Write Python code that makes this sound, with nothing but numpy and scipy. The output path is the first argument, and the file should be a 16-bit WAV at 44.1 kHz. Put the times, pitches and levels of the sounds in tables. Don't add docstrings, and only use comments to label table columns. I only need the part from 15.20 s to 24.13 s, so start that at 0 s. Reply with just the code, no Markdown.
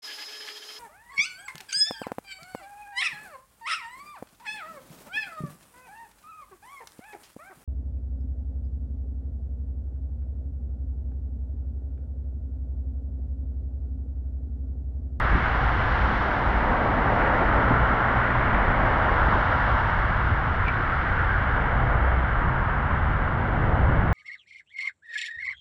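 import sys
import numpy as np
from scipy import signal
from scipy.fft import rfft, irfft, next_fast_len
from scipy.io import wavfile

SR = 44100
rng = np.random.default_rng(int(sys.argv[2]) if len(sys.argv) > 2 else 0)


def transcribe(u):
    v = np.clip(np.atleast_2d(u).T, -1, 1)
    q = np.round(v * 32767).astype(np.int16)
    wavfile.write(sys.argv[1], SR, q)


N = 393813
TIME = np.arange(N) / SR


# frequency_hz, density_db
TREAD_SPECTRUM = [(500, -20), (900, -5), (1150, -2.5), (1400, 1), (1620, -1), (1830, -5), (2020, -7.5),
                  (2250, -11.5), (2430, -26), (2900, -19), (3500, -28.5), (4300, -46.5), (6000, -65.5)]
BODY_SPECTRUM = [(100, -12.5), (200, 3.5), (290, 1), (400, -2.5), (530, -3.5), (750, -3.5), (1300, -38)]
SPRAY_SPECTRUM = [(1500, -5), (2400, 5), (3000, 4.5), (3700, 0.5), (4400, -6), (5000, -10.5), (5600, -13),
                  (6300, -22), (7300, -29), (7900, -45.5), (9000, -61.5)]
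# peak_s, half_width_s, level_db
SPRAY_PLUMES = [(0.2, 0.35, -47.5), (0.87, 0.33, -45), (2.1, 0.37, -50.5), (2.9, 0.25, -54.5),
                (4.3, 0.54, -47.5), (5.85, 0.35, -53.5), (8.6, 0.6, -64.5)]
# nearest_s, half_width_s, tread_lag_s, tread_db, body_db, roar_lag_s, roar_db, roar_pitch_ratio
PASS_BYS = [(-0.14, 0.83, 0.32, -30, -40.5, 0.3, -39, 0.95),
            (1.88, 0.65, 0.88, -28, -29.5, 0.13, -26, 1.007),
            (3.52, 0.65, 0.7, -28.5, -33, 0.46, -27, 1.13), (5.42, 0.4, 0.84, -33.5, -43, 0.55, -43, 1.6),
            (6.6, 0.34, 0.41, -41.5, -36, 0.03, -32.5, 0.95), (7.5, 0.18, 0.5, -50, -42, 0.03, -31.5, 1.4),
            (8.58, 0.38, 0.67, -37.5, -31.5, 0.03, -32, 0.99)]

def tyres():
    tread_power, body_power, spray_power = from_db([-33, -46, -62]) ** 2
    for nearest_s, half_width_s, tread_lag_s, tread_db, body_db, *_ in PASS_BYS:
        tread_power += swell(nearest_s + tread_lag_s, half_width_s, tread_db)
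        body_power += swell(nearest_s, half_width_s, body_db)
    spray_power += sum(swell(*plume) for plume in SPRAY_PLUMES)
    tread = np.sqrt(tread_power) * turbulence(TREAD_SPECTRUM, flutter_db=0.5, flutter_hz=19)
    body = np.sqrt(body_power) * turbulence(BODY_SPECTRUM, flutter_db=0.6, flutter_hz=25)
    spray = np.sqrt(spray_power) * coloured(droplets(per_s=14000, spread_db=2.5), SPRAY_SPECTRUM)
    return tread + body + spray


# frequency_hz, density_db
ROAR_SPECTRUM = [(300, -18.5), (520, -3.5), (720, -0.5), (900, 1), (1100, -3), (1500, -12), (2400, -37.5)]

def rolling_roar(flutter_db):
    near_ratio, far_ratio, halfway_s = 0.92, 1.54, 1.63
    edges_hz = np.geomspace(250, 2800, num=15)
    centres_hz = np.sqrt(edges_hz[1:] * edges_hz[:-1])[:, None]
    hop = 200
    frame_s = TIME[::hop]
    hz, db = np.transpose(ROAR_SPECTRUM)

    def shares(ratio):
        density = from_db(np.interp(np.log(centres_hz / ratio), np.log(hz), db)) ** 2
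        band_power = density * np.diff(edges_hz)[:, None]
        return band_power / band_power.sum(axis=0)

    power = from_db(-43) ** 2 * shares(0.89)
    for nearest_s, half_width_s, *_, lag_s, roar_db, pitch_ratio in PASS_BYS:
        away = 1 - 1 / (1 + ((frame_s - nearest_s - lag_s) / halfway_s) ** 2)
        ratio = pitch_ratio * (near_ratio + (far_ratio - near_ratio) * away)
        power = power + swell(nearest_s + lag_s, half_width_s, roar_db)[::hop] * shares(ratio)
    roar = sum(np.interp(TIME, frame_s, np.sqrt(band_power)) * band_noise(low_hz, high_hz)
               for low_hz, high_hz, band_power in zip(edges_hz, edges_hz[1:], power))
    return roar * from_db(flutter_db * drift(8))


# peak_s, half_width_s, level_db, pitch_hz
SINGING_PATCHES = [(0.45, 0.09, -34, 803), (2.55, 0.13, -31.5, 1390), (3.97, 0.13, -32, 1382),
                   (4.6, 0.1, -35, 964), (5.65, 0.15, -36.5, 1420), (6.2, 0.25, -33.5, 1520)]

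def groove_resonance(edge_ratio, waver_db):
    song = sum(np.sqrt(swell(peak_s, half_width_s, db)) * band_noise(hz / edge_ratio, hz * edge_ratio)
               for peak_s, half_width_s, db, hz in SINGING_PATCHES)
    return song * from_db(waver_db * drift(15))


# frequency_hz, density_db
SWISH_SPECTRUM = [(1100, -3.5), (1450, 1), (2000, 7), (2450, -2), (3100, -16.5), (4000, -30)]
# peak_s, half_width_s, level_db
WATER_SHEETS = [(0.15, 0.18, -38), (0.821, 0.15, -40), (1.42, 0.082, -40.5), (2.08, 0.19, -35.5),
                (3.051, 0.082, -37), (3.35, 0.13, -35.5), (3.7, 0.17, -38.5), (5.799, 0.19, -42)]

def puddle_swishes():
    power = sum(swell(*sheet) for sheet in WATER_SHEETS)
    return np.sqrt(power) * coloured(droplets(per_s=4400, spread_db=3.5), SWISH_SPECTRUM)


# frequency_hz, density_db
RAIN_SPECTRUM = [(300, -7), (700, 0.5), (1400, 7.5), (2000, -3), (2450, -14.5), (3000, -14), (4000, -29.5),
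                 (5500, -38.5), (7000, -54.5), (8000, -69), (12000, -67.5)]

def rain(ring_cycles):
    patter = coloured(droplets(per_s=2200, spread_db=0.5), RAIN_SPECTRUM)
    pitches_hz = np.geomspace(900, 3200, num=12)
    births = droplets(per_s=170, spread_db=3.0)
    pitch_index = rng.integers(0, len(pitches_hz), N)
    bubbles = sum(ring(births * (pitch_index == k), hz, ring_cycles / hz)
                  for k, hz in enumerate(pitches_hz))
    return from_db(-41.5) * patter + from_db(-40.5) * coloured(bubbles, RAIN_SPECTRUM)


# time_s, firing_hz, fundamental_db, octave_db
PICKUP_EXHAUST = [(0, 57.06, -33.5, -39), (1.4, 57.94, -33.5, -45.5), (2.1, 58.1, -53, -42.5),
                  (2.6, 59.44, -29, -30.5), (3.1, 60.3, -35.5, -34.5), (3.5, 58.2, -42, -34.5),
                  (4.7, 56.23, -35.5, -42), (6.2, 55, -46.5, -64)]
HEAVY_EXHAUST = [(5.4, 60.1, -64.5, -67), (6.2, 60.5, -38.5, -40.5), (6.55, 61.36, -39, -29),
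                 (6.85, 63.43, -19.5, -39), (7.2, 63.73, -30.5, -36.5), (7.9, 74.86, -35, -35.5),
                 (8.93, 79.9, -42, -32.5)]

def engine(exhaust, third_re_octave_db, uneven_db):
    firing_hz, fundamental_db, octave_db = in_time(exhaust)
    phase = firing_phase(firing_hz, wander=0.0085)
    levels_db = [fundamental_db, octave_db, octave_db + third_re_octave_db]
    return np.sqrt(2) * sum(from_db(db + uneven_db * drift(6.6)) * np.sin(order * phase)
                            for order, db in enumerate(levels_db, 1))


# time_s, firing_hz, level_db
FAR_EXHAUST = [(5.1, 88.8, -56), (5.7, 89.9, -34), (6.1, 91.1, -28.5), (6.7, 89.2, -54), (7, 66.9, -46),
               (7.3, 73.44, -33), (7.75, 87.1, -28), (8.3, 93.7, -33), (8.93, 102, -40)]

def far_engine():
    firing_hz, db = in_time(FAR_EXHAUST)
    return from_db(db + 1.7 * drift(3.3)) * np.sin(firing_phase(firing_hz, wander=0.005))


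# pitch_hz, gain_db, t60_s
CASING_MODES = [(1840, -8, .06), (2320, -3, .08), (2400, -9.5, 0.086), (2600, -16, 0.061), (2830, -10, .02),
                (11300, -11, 0.005)]

def close_drop(start_s, impact_db, tick_gain_db, splash_gain_db, splash_s):
    impact = from_db(impact_db) * (np.arange(N) == round(start_s * SR))
    tick = from_db(tick_gain_db) * butterworth(impact, 2, [1300, 3200], "band")
    casing = sum(from_db(db) * ring(impact, hz, t60_s) for hz, db, t60_s in CASING_MODES)
    splash_envelope = from_db(impact_db + splash_gain_db) * np.exp(-np.abs(TIME - start_s) / splash_s)
    splash = splash_envelope * band_noise(2150, 2660)
    return butterworth(tick + casing + splash, 3, 4800, "low")


# start_s, level_db, pitch_hz, t60_cycles
LOW_KNOCKS = [(0.127, -15, 64, 5.4), (0.13, -16, 230, 3.7), (0.15, -14.5, 164, 5.9),
              (0.158, -15.5, 290, 4.6), (2.46, -11.5, 112, 5), (2.507, -12.5, 180, 7),
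              (2.5119, -16.5, 280, 13), (2.525, -18, 340, 5), (4.066, -19, 70.4, 6), (4.083, -14, 150, 8),
              (4.143, -13, 63.6, 4.4), (4.1551, -15, 403, 8), (5.118, -15.5, 84.5, 12),
              (7.236, -13.5, 62.4, 7), (7.256, -12, 127, 7.3), (8.695, -14, 238, 6.9)]

def thumps(puff_gain_db, puff_rise_s):
    size = SR // 4
    age_s = np.arange(size) / SR
    puff_envelope = from_db(puff_gain_db) * age_s / puff_rise_s * np.exp(1 - age_s / puff_rise_s)
    track = np.zeros(N + size)
    for start_s, db, hz, t60_cycles in LOW_KNOCKS:
        knock = np.sin(2 * np.pi * hz * age_s) * np.exp(-np.log(1000) * age_s * hz / t60_cycles)
        puff = puff_envelope * band_noise(hz / 2, hz * 1.4, size)
        start = round(start_s * SR)
        track[start:start + size] += from_db(db) * (knock + puff)
    return butterworth(track[:N], 3, 900, "low")


# frequency_hz, density_db
RUMBLE_SPECTRUM = [(25, -13.5), (45, -3), (62, 0.5), (90, 1), (125, -2), (160, -10.5), (230, -18),
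                   (450, -36)]
# time_s, level_db
RUMBLE_ENVELOPE = [(0, -31), (0.6, -28.5), (1.1, -33), (1.7, -30.5), (2.5, -32), (4.5, -28.5), (5.1, -26.5),
                   (5.6, -29.5), (7.8, -28), (8.3, -27), (8.62, -20.5), (8.93, -22.5)]

def traffic_rumble():
    db, = in_time(RUMBLE_ENVELOPE)
    return from_db(db) * turbulence(RUMBLE_SPECTRUM, flutter_db=0.3, flutter_hz=5.8)


# frequency_hz, density_db
WIND_SPECTRUM = [(8, -12), (20, -4.5), (33, -2), (48, 2), (75, -13), (200, -29.5)]
# peak_s, level_db
WIND_GUSTS = [(0.061, -23.5), (2.349, -33.5), (3.449, -24), (3.999, -25.5), (4.85, -36), (6.549, -27.5),
              (7.25, -30), (8.749, -24.5)]

def wind(breeze_db, gust_half_width_s):
    gust_power = sum(swell(peak_s, gust_half_width_s, db) for peak_s, db in WIND_GUSTS)
    power = from_db(breeze_db) ** 2 + gust_power
    return np.sqrt(power) * turbulence(WIND_SPECTRUM, flutter_db=-0.5, flutter_hz=5.2)


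# frequency_hz, density_db
MIST_SPECTRUM = [(6000, -0.5), (7500, 0), (9000, -4), (11200, -2.5), (12000, -9.5)]
# time_s, mist_db, top_db
MIST_ENVELOPE = [(0, -84, -99), (0.8, -82, -99), (1.5, -80.5, -93), (1.8, -86, -96), (2.25, -85, -86),
                 (2.5, -86, -90), (3.35, -90.5, -100.5), (3.9, -89.5, -87), (4.4, -87, -101),
                 (5.05, -100, -115), (7, -112, -120)]
# peak_s, level_db
HIGH_TICKS = [(7.247, -81), (8.613, -81)]

def sizzle(flutter_db, tick_s, hiss_db):
    mist_db, top_db = in_time(MIST_ENVELOPE)
    mist = from_db(mist_db) * coloured(droplets(per_s=6000, spread_db=1.5), MIST_SPECTRUM)
    mist += from_db(top_db) * band_noise(11700, 13200)
    tick_envelope = sum(from_db(db) * np.exp(-((TIME - s) / tick_s) ** 2) for s, db in HIGH_TICKS)
    ticks = tick_envelope * band_noise(6500, 14000)
    return mist * from_db(flutter_db * drift(9)) + ticks + from_db(hiss_db) * rng.standard_normal(N)


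def swell(peak_s, half_width_s, db):
    return from_db(db) ** 2 / (1 + ((TIME - peak_s) / half_width_s) ** 2)


def firing_phase(hz, wander):
    return 2 * np.pi * np.cumsum(hz * (1 + wander * drift(5.34))) / SR


def droplets(per_s, spread_db):
    sizes = from_db(spread_db * np.minimum(rng.exponential(1, N), 5))
    signs = rng.choice([-1, 1], N)
    return sizes * signs * (rng.random(N) < per_s / SR)


def ring(clicks, hz, t60_s):
    radius, angle = np.exp(-np.log(1000) / (t60_s * SR)), 2 * np.pi * hz / SR
    return signal.lfilter([0, np.sin(angle)], [1, -2 * radius * np.cos(angle), radius ** 2], clicks + 1e-18)


def turbulence(spectrum, flutter_db, flutter_hz):
    noise = coloured(rng.standard_normal(N), spectrum)
    return unit_rms(noise * from_db(flutter_db * drift(flutter_hz)))


def coloured(x, spectrum):
    size = next_fast_len(N)
    hz, db = np.transpose(spectrum)
    octave = np.log2(np.maximum(np.fft.rfftfreq(size, 1 / SR), 1))
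    outside = np.abs(octave - np.clip(octave, np.log2(hz[0]), np.log2(hz[-1])))
    gain = from_db(np.interp(octave, np.log2(hz), db) - 40 * outside)
    return unit_rms(irfft(rfft(x, size) * gain, size)[:N])


def drift(rate_hz):
    hop, settle = 40, 2000
    pole = np.exp(-2 * np.pi * rate_hz * hop / SR)
    noise = rng.standard_normal(N // hop + settle + 2)
    slow = signal.lfilter([1], [1, -2 * pole, pole ** 2], noise)[settle:]
    return np.interp(np.arange(N) / hop, np.arange(len(slow)), unit_rms(slow))


def band_noise(low_hz, high_hz, size=N):
    return unit_rms(butterworth(rng.standard_normal(size), 3, [low_hz, high_hz], "band"))


def butterworth(x, order, cutoff_hz, kind):
    return signal.sosfilt(signal.butter(order, cutoff_hz, kind, fs=SR, output="sos"), x)


def in_time(rows):
    time_s, *columns = np.transpose(rows)
    return [np.interp(TIME, time_s, column) for column in columns]


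def from_db(db):
    return 10 ** (np.asarray(db) / 20)


def unit_rms(x):
    return x / np.sqrt(np.mean(x ** 2) + 1e-20)


def scene():
    engines = engine(PICKUP_EXHAUST, third_re_octave_db=-12.5, uneven_db=3.5)
    engines += engine(HEAVY_EXHAUST, third_re_octave_db=-10.0, uneven_db=2.5) + far_engine()
    drop = close_drop(start_s=5.483, impact_db=-21.5, tick_gain_db=4.5,
                      splash_gain_db=-5.5, splash_s=0.012)
    water = puddle_swishes() + rain(ring_cycles=14) + drop
    treble = sizzle(flutter_db=1.5, tick_s=0.011, hiss_db=-99)
    road = rolling_roar(flutter_db=0.9) + tyres() + groove_resonance(edge_ratio=1.09, waver_db=2.0)
    bass = traffic_rumble() + wind(breeze_db=-30, gust_half_width_s=0.072)
    bass += thumps(puff_gain_db=-18.5, puff_rise_s=0.016)
    return (road + water + engines + bass + treble)[None]


def record(dry):
    stopband_hz, attenuation_db = 14200, 70
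    return signal.sosfilt(signal.cheby2(12, attenuation_db, stopband_hz, fs=SR, output="sos"), dry)


dry = scene()
out = record(dry)
transcribe(out)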